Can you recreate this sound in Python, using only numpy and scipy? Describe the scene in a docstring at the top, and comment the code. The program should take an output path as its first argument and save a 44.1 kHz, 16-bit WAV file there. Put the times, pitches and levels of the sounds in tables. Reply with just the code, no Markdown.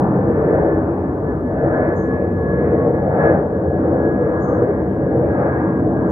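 """A jet airliner climbs away high over a garden, heard on a two-port phone. From the start its mixing exhaust roars,
dulled by the long air path, uneven and flickering in level, and echoed by ground and walls. Over it the fan whine,
a wavering tone, sinks in pitch, with a weaker drone below. From 1.5 s small birds call from the trees: a soft whistle,
two high chirps, another whistle and at 6 s a last chirp, all gliding tones smeared by the trees. Faint hiss lies below."""
import sys
import numpy as np
from scipy import signal
from scipy.fft import rfft, irfft, next_fast_len
from scipy.io import wavfile
from scipy.ndimage import uniform_filter1d

SR = 44100
rng = np.random.default_rng(int(sys.argv[2]) if len(sys.argv) > 2 else 0)


def master_out(mix):
    """Clip the mix to full scale and print it as 16-bit PCM to the path in sys.argv[1]."""
    frames = np.transpose(np.atleast_2d(mix))
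    ceiling = np.clip(frames, -1, 1)
    pcm = np.round(ceiling * 32767).astype(np.int16)
    wavfile.write(sys.argv[1], SR, pcm)


N = 269539
SIZE = next_fast_len(N)  # transform length in samples


def undb(db):
    """Decibel definition: amplitude ratio = 10 ** (dB / 20)."""
    return 10 ** (np.asarray(db) / 20)


def level(x, db):
    """Root-mean-square scaling: set the effective level in dB re full scale."""
    return x * undb(db) / np.sqrt(np.mean(x ** 2))


def curve(rows):
    """Linear interpolation in time: the columns of (s, ..) rows at every sample."""
    seconds, *columns = np.transpose(rows)
    return [np.interp(np.arange(N) / SR, seconds, column) for column in columns]


def over(hz, rows):
    """Interpolation on a logarithmic frequency axis: the columns of (Hz, ..) rows at hz."""
    at, *columns = np.transpose(rows)
    return [np.interp(np.log(hz + 1), np.log(at), column) for column in columns]


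def walk(rate):
    """Smoothed random process: levels held 1 / rate s, averaged twice over that time; standard deviation 1."""
    hold = int(SR / rate)
    steps = np.repeat(rng.standard_normal(900), hold)[:N]
    smooth = uniform_filter1d(uniform_filter1d(steps, hold), hold)
    return smooth / np.std(smooth)


def tone(hz):
    """Phase as the integral of frequency: a sine of effective value 1 at a changing pitch."""
    return np.sqrt(2) * np.sin(2 * np.pi * np.cumsum(hz) / SR)


def ports(hz):
    """Level and phase differences between receivers: complex gain of each port, power share both hear alike."""
    # Each row: frequency in Hz, left minus right in dB, lead of the right port in radians, likeness 0-1.
    port_rows = [(60, .1, 0, .995), (200, .4, 0, .98), (400, 1, .06, .94), (600, 2.3, .16, .92),
                 (800, 2.9, .59, .74), (1000, 1.4, .37, .61), (1150, 6.1, .6, .62), (1300, 4.2, 1.85, .76),
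                 (1550, 1.9, 1.47, .82), (1850, .6, 2.11, .82), (2100, -2.8, 2.24, .6),
                 (2350, -7, 1.95, .46), (2550, -7.6, 1.12, .55), (2800, -1.1, 1.44, .37)]
    tilt_db, lead, alike = over(hz, port_rows)
    left = undb(tilt_db / 2) * np.exp(-.5j * lead)
    return np.array([left, 1 / left]), np.clip(alike, 0, 1)


def roar(hz):
    """Broadband turbulent mixing noise, comb-filtered by echoes, in third-octave bands of uneven level."""
    # Exhaust spectrum. Each row: frequency in Hz, relative density in dB per Hz.
    spectrum = [(20, -49.5), (39, -31.5), (52, -14.5), (66, -2), (130, -2.5), (330, -2.5), (480, -2),
                (740, -11.5), (830, -14.5), (1050, -20.5), (1330, -24.5), (1540, -25), (1800, -28),
                (1950, -33), (2100, -39), (2650, -55.5), (2850, -65.5), (3600, -82.5)]
    # Ground and wall echoes. Each row: delay in seconds, signed gain at the lowest frequencies.
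    echo_rows = [(0.00471, -0.08), (0.00665, 0.25), (0.00774, -0.14), (0.00919, 0.06), (0.01046, -0.11),
                 (0.0123, 0.15), (0.01335, -0.14), (0.01535, 0.11), (0.01689, -0.12), (0.01812, -0.15),
                 (0.02017, 0.09), (0.02168, 0.09), (0.02543, -0.07), (0.0293, -0.07), (0.03016, 0.07)]
    # Uneven level of the roar in each range, slow swells together with the random flicker of noise.
    # Each row: time in seconds, level in dB; only departures from the mean count.
    rumble = [(0.08, -16.5), (0.88, -26.5), (1.38, -25), (1.82, -25), (2.56, -22.5), (2.84, -24),
              (3.3, -21.5), (3.56, -26), (3.8, -20.5), (4.38, -22), (4.56, -20), (4.78, -23.5),
              (5.08, -19.5), (5.52, -24), (5.76, -19.5), (6.04, -18.5)]  # 90-220 Hz
    body = [(0.08, -27.5), (.4, -28.5), (0.711, -23.5), (.95, -30.5), (1.14, -20.5), (1.36, -29),
            (1.7, -27), (2.4, -30.5), (2.75, -25), (2.95, -20.5), (3.151, -27), (3.3, -23), (3.65, -31),
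            (3.85, -28.5), (4.4, -29.5), (4.6, -24.5), (5.0, -28), (5.15, -24.5), (5.6, -27), (6.04, -24.5)]  # 220-290 Hz
    low = [(0.05, -16.5), (0.15, -25), (0.2, -24.5), (0.28, -18.5), (0.42, -27), (0.47, -18.5), (1.17, -26),
           (1.62, -27), (1.64, -19), (1.86, -23.5), (1.89, -17.5), (2.13, -23), (2.23, -22), (2.26, -30.5),
           (2.41, -17.5), (2.45, -26.5), (2.77, -21), (2.82, -25.5), (2.88, -17.5), (3.0, -24.5),
           (3.35, -18), (3.5, -29), (3.52, -20.5), (3.62, -22), (4.16, -17.5), (4.17, -21), (4.69, -22.5),
           (4.71, -16), (4.74, -26), (5.21, -25.5), (5.25, -16.5), (5.28, -23.5), (5.77, -26), (5.8, -19.5),
           (6.04, -25), (6.07, -22.5)]  # 290-420 Hz
    middle = [(0.05, -27.5), (0.38, -20.5), (0.47, -23), (0.5, -18.5), (0.57, -15.5), (0.6, -23.5),
              (0.64, -16.5), (0.77, -27.5), (1.22, -26.5), (1.24, -22), (1.46, -27.5), (1.47, -22.5),
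              (1.54, -28.5), (1.64, -21), (2.26, -24.5), (2.88, -21), (2.93, -23.5), (3.1, -24),
              (3.15, -18), (3.22, -25), (3.25, -17.5), (3.45, -25.5), (3.97, -20), (4.06, -18),
              (4.17, -23.5), (4.19, -18.5), (4.32, -20), (4.34, -25.5), (4.39, -17), (4.43, -29.5),
              (4.46, -21.5), (4.71, -19), (4.76, -27), (5.25, -16), (6.02, -26.5), (6.07, -21.5)]  # 400-540 Hz
    upper = [(0.05, -23.5), (0.12, -28), (0.38, -26.5), (0.53, -21), (1.14, -31), (1.17, -27.5),
             (1.41, -32.5), (1.66, -22), (1.98, -26.5), (2.01, -31), (2.2, -23), (2.33, -29), (2.72, -24),
             (2.75, -17.5), (2.78, -23.5), (2.88, -17), (2.92, -24.5), (3.32, -20), (3.54, -30),
             (3.85, -25.5), (3.94, -21), (3.99, -28.5), (4.07, -23), (4.11, -28.5), (4.53, -24),
             (5.11, -29.5), (5.16, -25), (5.4, -26), (5.42, -24), (5.78, -31), (5.94, -26.5), (6.07, -30)]  # 540-850 Hz
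    treble = [(0.08, -32), (0.26, -34.5), (0.56, -31), (1.2, -37.5), (1.34, -34), (1.44, -39),
              (1.76, -28.5), (2.32, -38.5), (2.64, -34), (2.78, -33.5), (3.06, -34), (3.24, -27),
              (3.359, -30), (3.481, -37), (3.639, -37), (3.721, -39.5), (3.839, -35), (4.0, -35),
              (4.2, -36.5), (4.54, -32), (4.9, -37.5), (5.06, -36), (5.16, -34.5), (5.26, -34.5),
              (5.42, -30), (5.6, -31.5), (5.88, -38.5), (6.04, -34.5)]  # 800-1600 Hz
    edge = [(0.08, -63.5), (0.341, -60.5), (0.5, -58.5), (1.24, -65.5), (1.501, -64.5), (1.74, -60),
            (1.86, -57.5), (2.0, -65.5), (2.18, -60), (2.399, -67), (2.48, -65.5), (2.66, -58.5),
            (2.94, -62.5), (3.1, -65), (3.2, -57), (3.26, -53.5), (3.46, -67.5), (3.6, -66), (3.7, -66.5),
            (3.8, -63), (4.101, -63.5), (4.3, -60.5), (4.44, -67), (4.66, -61.5), (4.9, -65.5), (5.08, -66),
            (5.359, -60.5), (5.48, -58.5), (5.94, -66.5), (6.04, -63.5)]  # above 2 kHz
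    # How far each band follows them. Each row: frequency in Hz, then the share of the rumble, body, low,
    # middle, upper, treble and edge level (no unit).
    follows = [(71.6, 0, 0.021, 0.037, 0.1, 0, 0, 0.0098), (132, 0.33, 0.13, 0.32, 0.03, 0, 0.25, 0),
               (195, 0.96, 0, 0, 0, 0, 0, 0), (254, 0, 0.5, 0.027, 0, 0.067, 0.14, 0.029),
               (335, 0.07, 0, 0.53, 0, 0.0059, 0, 0.39), (414, 0.14, 0, 0.2, 0.4, 0.065, 0.07, 0),
               (503, 0, 0, 0, .7, 0.32, 0.031, 0.071), (640, 0.032, 0, 0.065, 0.02, .9, 0, 0.045),
               (800, 0.059, 0.12, 0.032, 0, 0.53, 0.58, 0), (1000, 0, 0.027, 0, 0, 0.013, 1.2, 0),
               (1530, 0.31, 0, 0, 0.02, 0, 1.7, 0.064), (2030, 0.059, 0, 0, 0, 0, .3, 1),
               (2560, 0, 0.048, 0, 0, 0, 0.06, 1.5), (3200, 0, 0.014, 0, 0, 0.017, 0, 1.2)]
    roar_db, echo_dull_hz = -16, 1200
    # further random level of each band on its own: spread in dB, steps per second
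    fast_db, fast_rate = 0.7, 6.5
    slow_db, slow_rate = 1.41, 2.6

    gain, alike = ports(hz)
    direct, *scattered = rfft(rng.standard_normal((3, SIZE)))
    noise = np.sqrt(alike) * direct + np.sqrt(1 - alike) * np.array(scattered)
    reflections = sum(g * np.exp(-2j * np.pi * hz * s) for s, g in echo_rows)
    echoed = 1 + np.exp(-hz / echo_dull_hz) * reflections
    sound = noise * gain * echoed * undb(over(hz, spectrum)[0])

    levels_db = [curve(rows)[0] for rows in (rumble, body, low, middle, upper, treble, edge)]
    uneven_db = np.array([db - db.mean() for db in levels_db])
    out = 0
    step = np.log2(np.maximum(hz, 20) / 20) * 3  # third octaves above 20 Hz
    for k in range(24):
        band = np.cos(np.pi / 2 * np.clip(step - k, -1, 1)) ** 2  # neighbours overlap and sum to 1
        share = np.array(over(20 * 2 ** (k / 3), follows))
        chance_db = fast_db * walk(fast_rate) + slow_db * walk(slow_rate)
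        out = out + irfft(sound * band, SIZE)[:, :N] * undb(share @ uneven_db + chance_db)
    return level(out, roar_db)


def whine(hz):
    """Doppler effect: two engine lines sink in pitch as the aircraft draws away; both waver at random."""
    # Fan whine. Each row: time in seconds, mean level in dB before the port gains.
    fan_rows = [(0.03, -48), (.25, -47.5), (.52, -42), (.6, -43), (0.68, -39.5), (.78, -42), (0.85, -59.5),
                (1.05, -48.5), (1.22, -56.5), (1.29, -38), (1.38, -57), (1.48, -42.5), (1.54, -57),
                (1.6, -38.5), (1.69, -43.5), (1.76, -29.5), (1.86, -37.5), (1.92, -34.5), (2.02, -37.5),
                (2.12, -34), (2.26, -41), (2.32, -42.5), (2.37, -38.5), (2.52, -34), (2.62, -35.5),
                (2.68, -42.5), (2.75, -39), (2.91, -48.5), (2.98, -36), (3.06, -42.5), (3.16, -44),
                (3.21, -27.5), (3.3, -25.5), (3.35, -45), (3.39, -46), (3.46, -49), (3.56, -42),
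                (3.62, -55.5), (3.67, -45), (3.75, -38.5), (3.79, -47.5), (3.91, -47.5), (3.96, -40.5),
                (4.06, -36), (4.18, -37.5), (4.26, -38.5), (4.4, -34.5), (4.5, -45), (4.62, -43),
                (4.85, -46), (5.1, -46), (5.19, -50), (5.25, -44.5), (5.34, -38.5), (5.4, -43), (5.5, -36),
                (5.6, -38.5), (5.68, -40), (5.8, -45), (5.89, -54), (5.95, -35.5), (6.03, -39), (6.09, -48)]
    # Fan pitch. Each row: time in seconds, mean frequency in Hz.
    fan_pitch = [(0, 1741), (2, 1702.5), (2.8, 1687.5), (4, 1670), (4.5, 1659.5), (6.11, 1633.5)]
    # Weaker, lower engine tone. Each row: time in seconds, mean level in dB before the port gains.
    drone_rows = [(0, -60), (.7, -53), (1.3, -60), (1.93, -54), (2.03, -48), (2.13, -40), (2.2, -55),
                  (2.36, -57), (2.41, -44), (2.55, -48), (2.74, -50), (2.82, -36), (2.87, -39), (2.92, -51),
                  (3.02, -43), (3.12, -52), (3.3, -49), (3.5, -58), (6.11, -58)]
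    # spread of the random pitch in Hz and level in dB
    fan_waver_hz, fan_twinkle_db = 2.4, 1.4
    drone_waver_hz, drone_twinkle_db = 5, 2.5
    drone_hz, drone_sink = 1115, 6  # starting pitch in Hz, fall in Hz per second

    fan_db = curve(fan_rows)[0] + fan_twinkle_db * walk(30)
    fan = tone(curve(fan_pitch)[0] + fan_waver_hz * walk(40)) * undb(fan_db)
    pitch = drone_hz - drone_sink * np.arange(N) / SR
    drone_db = curve(drone_rows)[0] + drone_twinkle_db * walk(22)
    drone = tone(pitch + drone_waver_hz * walk(25)) * undb(drone_db)
    gain, _ = ports(hz)
    return irfft(rfft(fan + drone, SIZE) * gain, SIZE)[:, :N]


def chirp_calls(t):
    """Frequency modulation: high calls dip, hold and lift again, flicking upward in pitch at random."""
    # Each row: start in seconds, level in dB, time held at the bottom in seconds.
    calls = [(1.93, -76, 0.035), (4.385, -77, 0.1), (6.06, -80, 0.038)]
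    # Fall of a call. Each row: time from the start in seconds, pitch before the flicks in Hz, relative level in dB.
    fall = [(0, 7300, -30), (.005, 7250, -14), (.013, 7050, -7), (.019, 6700, 0), (.027, 6400, 0),
            (.045, 6340, -3)]
    # Lift of a call. Each row: time from the end of the hold in seconds, then pitch and level as in the fall.
    rise = [(0, 6330, -11), (.01, 6600, -13), (.022, 7050, -17), (.036, 7600, -22), (.046, 7900, -45)]
    warble = 130 * walk(140) ** 2  # Hz; the square is never negative
    chirps = 0
    for start, db, hold in calls:
        lift = np.add(rise, (fall[-1][0] + hold, 0, 0))
        at, pitch, shape_db = np.vstack([fall, lift]).T
        shape = undb(db + np.interp(t - start, at, shape_db))
        chirps = chirps + tone(np.interp(t - start, at, pitch) + warble) * shape * (t > start)
    return chirps


def whistle_calls(t):
    """Amplitude modulation: low, soft gliding whistles flutter in level."""
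    # One list for each whistle. Each row: time in seconds, pitch in Hz, mean level in dB.
    glides = [
        [(1.525, 2760, -95), (1.545, 2720, -77), (1.6, 2500, -72), (1.68, 2330, -76), (1.76, 2150, -77),
         (1.8, 2110, -90)],
        [(4.872, 3170, -90), (4.893, 3110, -73), (4.908, 2980, -75), (4.922, 2680, -75), (4.95, 2690, -73),
         (5.0, 2750, -77), (5.06, 2750, -81), (5.09, 2730, -92)],
    ]
    flutter_db = 4 * walk(60)
    whistles = 0
    for rows in glides:
        pitch, db = curve(rows)
        sounding = (t > rows[0][0]) * (t < rows[-1][0])
        whistles = whistles + tone(pitch) * undb(db + flutter_db) * sounding
    return whistles


def birds():
    """Reflection and diffuse scattering: walls repeat the chirps; the trees smear chirps and whistles."""
    # Wall repeats of the chirps. Each row: delay in seconds, level in dB relative to the chirp.
    wall_rows = [(0.022, 2), (.03, 4), (0.047, 2.5), (.064, 2)]
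    trees_t60_s, trees_rise_s = .34, .02
    trees_db = 19  # energy of the tail relative to a unit impulse
    whistle_wet = .15  # share of the whistles that the trees smear
    pan_db = -6.5  # left minus right

    t = np.arange(N) / SR
    chirps, whistles = chirp_calls(t), whistle_calls(t)
    repeats = sum(undb(db) * np.pad(chirps, (int(s * SR), 0))[:N] for s, db in wall_rows)
    unsmeared = whistles + chirps + repeats
    age = t[:SR // 2]
    envelope = undb(-60 * age / trees_t60_s) * np.minimum(age / trees_rise_s, 1)
    tail = rng.standard_normal((2, SR // 2)) * envelope
    tail *= undb(trees_db) / np.sqrt(np.sum(tail ** 2, axis=1, keepdims=True))
    smeared = signal.fftconvolve((whistle_wet * whistles + chirps)[None], tail, axes=1)[:, :N]
    return (unsmeared + smeared) * undb(np.array([[pan_db], [-pan_db]]) / 2)


def scene():
    """Superposition: the pressures of aircraft and birds add."""
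    hz = np.fft.rfftfreq(SIZE, 1 / SR)
    return roar(hz) + whine(hz) + birds()


def record(dry):
    """Self-noise and band limit: the phone adds a faint unrelated hiss to each port and cuts the top."""
    # Hiss spectrum. Each row: frequency in Hz, relative density in dB per Hz.
    hiss_rows = [(1500, -6.5), (3000, 5), (4100, 3), (5500, 1), (8300, 1.5), (9700, -3), (11000, 0.5),
                 (15000, 0.5)]
    hiss_db, top_hz = -69, 15480
    hz = np.fft.rfftfreq(SIZE, 1 / SR)
    noise = rfft(rng.standard_normal((2, SIZE)))
    hiss = irfft(noise * undb(over(hz, hiss_rows)[0]), SIZE)[:, :N]
    low_pass = signal.ellip(10, .2, 70, top_hz, fs=SR, output="sos")
    return signal.sosfilt(low_pass, dry + level(hiss, hiss_db))


dry = scene()
out = record(dry)
master_out(out)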